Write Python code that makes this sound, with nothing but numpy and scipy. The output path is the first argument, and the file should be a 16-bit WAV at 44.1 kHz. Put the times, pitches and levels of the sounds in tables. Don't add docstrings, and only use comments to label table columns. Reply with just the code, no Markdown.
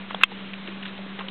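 import sys
import numpy as np
from scipy import signal
from scipy.fft import rfft, irfft, next_fast_len
from scipy.io import wavfile
from scipy.ndimage import uniform_filter1d, map_coordinates

SR = 44100
rng = np.random.default_rng(int(sys.argv[2]) if len(sys.argv) > 2 else 0)


def unload_wav(signal):
    wavfile.write(
        sys.argv[1],
        SR,
        np.round(np.clip(np.atleast_2d(signal).T, -1, 1) * 32767).astype(np.int16),
    )


def undo_db(level):
    steps = np.asarray(level, float) / 20
    return 10 ** steps


N = 57330


def unit(x):
    return x / np.sqrt(np.mean(x ** 2) + 1e-20)


def wobble(rate):
    knots = rng.standard_normal(int(N * 40 / SR) + 9)
    return map_coordinates(knots, [np.arange(N) * min(rate, 40) / SR])


def filtered(x, response):
    m = next_fast_len(N + 8192)
    return irfft(rfft(x, m) * response(np.fft.rfftfreq(m, 1 / SR)), m)[..., :N]


def above(x, cut_hz):
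    def response(hz):
        section = 1j * hz / (cut_hz + 1j * hz * 1.612 - hz ** 2 / cut_hz) * 1j * hz / cut_hz
        return section ** 2
    return filtered(x, response)


def rush(points, patchy_db):
    z = signal.stft(rng.standard_normal(N), nperseg=512)[2]
    patches = uniform_filter1d(rng.standard_normal(z.shape), size=6, axis=0)
    patches = uniform_filter1d(patches, size=8, axis=1)
    noise = signal.istft(z * undo_db(patchy_db * unit(patches)), nperseg=512)[1][:N]
    f, db = np.transpose(points)
    return unit(filtered(noise, lambda hz: undo_db(np.interp(np.log(hz + 1), np.log(f + 1), db))))


def ring(s, db, hz, t60, attack_s):
    s, db, hz, t60 = [np.asarray(v, float)[:, None] for v in (s, db, hz, t60)]
    at = np.ceil(s * SR).astype(int) + np.arange(SR // 12)
    t = at / SR - s
    decay = undo_db(db - 60 * t / t60)
    wave = decay * np.sin(2 * np.pi * hz * t) * (1 - np.exp(-t / attack_s))
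    return np.bincount(at.ravel(), wave.ravel(), N + SR)[:N]


def wind():
    # f/Hz, level per Hz/dB
    leaves = [(150, -37), (260, -2.5), (466, -7), (910, -9.5), (989, -7), (1080, -8), (1260, -8),
              (3420, -9), (4500, -15.5), (5850, -59), (9900, -120)]
    # f/Hz, level per Hz/dB
    rumble = [(12, -37), (20, -15.5), (32, -28.5), (118, -9), (150, -5), (200, -42), (330, -120)]
    patchy_db = .6
    gusts_db = .35 * (wobble(1.1) + wobble(14))
    hiss_points = [(110, -29.5), (170, leaves[1][1])] + list(leaves[1:])
    hiss = undo_db(-41.5 + gusts_db) * rush(hiss_points, patchy_db)
    return hiss + undo_db(-57.5 + 1.1 * wobble(4.9)) * rush(rumble, patchy_db)


def motor():
    # t/s, level/dB
    load = [(0, -3.5), (.12, -4.5), (.25, -7.5), (.4, -1), (.62, -3), (.85, -1.5), (1.0, -1.5), (1.05, -2),
            (1.3, -1.5)]
    hum_hz, hum_db, overtone_db, skirt_db = 194.5, -37.5, -22, -18
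    turns_per_s, turn_peak_s, turn_depth = 10.3, .832, 0.24
    t = np.arange(N) / SR
    phase = 2 * np.pi * np.cumsum(hum_hz + 0.14 * wobble(5.2)) / SR
    turn = 1 + turn_depth * np.cos(2 * np.pi * turns_per_s * (t - turn_peak_s))
    swell = turn * undo_db(1.14 * wobble(25))
    tone = np.sin(phase) + undo_db(overtone_db) * np.sin(2 * phase)
    skirt = unit(filtered(rng.standard_normal(N), lambda hz: 1 / (1 + ((hz - hum_hz) / 25) ** 2)))
    level = undo_db(hum_db + np.interp(t, *np.transpose(load)))
    return level * (np.sqrt(2) * swell * tone + undo_db(skirt_db) * skirt)


def hooves():
    # t/s, peak level/dB, f/Hz, t60/s
    taps = [(.1092, -15, 1100, 0.0051), (0.1454, -14.5, 730, 0.0087), (.146, -20, 1180, 0.012),
            (0.145, -20, 1800, 0.0025), (.147, -17.5, 3385, 0.011), (.2125, -14.5, 1514, .005),
            (0.2126, -30.5, 2690, .02), (.318, -28.5, 857, 0.019), (0.5347, -16.5, 2670, 0.0041),
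            (.5395, -22, 2220, 0.0061), (.683, -30.5, 337, .07), (.99, -30.5, 597, 0.026),
            (1.063, -21.5, 328, 0.009), (1.189, -28, 458, 0.022), (1.2845, -14, 2300, 0.0016),
            (1.212, -26.5, 880, 0.016), (0.321, -33.5, 445, 0.039), (.47, -51.5, 256, .04),
            (1.235, -41.5, 536, 0.24), (.8272, -24.5, 2950, .009), (1.189, -31, 810, 0.033),
            (1.203, -31, 1065, 0.073)]
    # start t/s, length/s, level/dB, centre f/Hz
    crunches = [(0.1, 0.026, -40, 1730), (0.13, 0.0082, -44.5, 2600), (0.203, 0.067, -36.5, 1900),
                (0.305, .03, -44, 2184), (0.447, 0.039, -52, 1740), (0.67, 0.028, -39.5, 1900),
                (0.825, .016, -38.5, 2450), (0.852, 0.017, -35, 2200), (0.862, 0.049, -45, 2720),
                (0.973, 0.016, -44, 2870), (1.187, 0.017, -35, 1800), (1.203, .022, -38.5, 1600),
                (1.284, 0.0068, -30.5, 3140), (0.537, 0.0046, -34.5, 2260)]
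    grit_db, width_octaves, rise = 5, .75, .2
    out = ring(*np.transpose(taps), 0.00017)
    t = np.arange(N) / SR
    for start, length, db, centre_hz in crunches:
        grains = unit(uniform_filter1d(rng.standard_normal(N), size=40))
        grit = rng.standard_normal(N) * undo_db(grit_db * grains)
        push = np.interp((t - start) / length, [0, rise, .7, 1], [0, 1, .7, 0])
        burst = filtered(
            grit * push,
            lambda hz: np.exp(-.5 * (np.log2((hz + 1) / centre_hz) / width_octaves) ** 2))
        out = out + undo_db(db) * burst * np.sqrt(length * SR / np.sum(burst ** 2))
    return above(out, 160)


def snap():
    contact_s = [
        .2346,
        .23648,
        .24024,
        .2465,
    ]
    contact_db = [
        -0.5,
        -16,
        -24,
        -38.5,
    ]
    mode_hz = [1110, 1290, 1500, 1760, 2130, 2640, 2820, 3210, 3500]
    # level/dB, t60/s
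    modes = [(-0.5, 0.014), (3.5, .012), (-4.5, .011), (-12.5, 0.0048), (-7.5, 0.019), (0, 0.019),
             (-4, 0.011), (-10, 0.031), (-9, 0.023)]
    rows = []
    for s, db in zip(contact_s, contact_db):
        for hz, (level, t60) in zip(mode_hz, modes):
            rows.append((s, db + level, hz, t60))
    casing = above(ring(*np.transpose(rows), attack_s=0.001), 1124)
    thud = ring([contact_s[0]], [-28.5], [380], [.02], attack_s=.0012)
    return casing + above(thud, 260)


def scene():
    return (wind() + motor() + hooves() + undo_db(6.5) * snap())[None]


def top_cut(x):
    return signal.sosfilt(signal.butter(12, 4740, fs=SR, output="sos"), x)


def record(dry):
    # t/s, level/dB
    gain = [(0, 2), (.055, -2), (.075, -3.5), (.1, 0.5), (.2, 0.5), (.236, 0.5), (.243, -8.5), (.285, -5),
            (.32, -0.5), (.42, 0), (1.3, -0.5)]
    top_hz, edge_hz = 4102, 120
    overload_level, hardness, offset = 1.0, 30, -.0039

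    def narrow(hz):
        slope = np.clip((hz - top_hz) / edge_hz, -40, 40)
        return 1 / (1 + np.exp(slope)) * (hz < 4600)

    s, db = np.transpose(gain)
    x = dry * undo_db(np.interp(np.arange(N) / SR, s, db))
    x = filtered(x, narrow)
    x = x / (1 + np.abs(x / overload_level) ** hardness) ** (1 / hardness) + offset
    return top_cut(x)


dry = scene()
out = record(dry)
unload_wav(out)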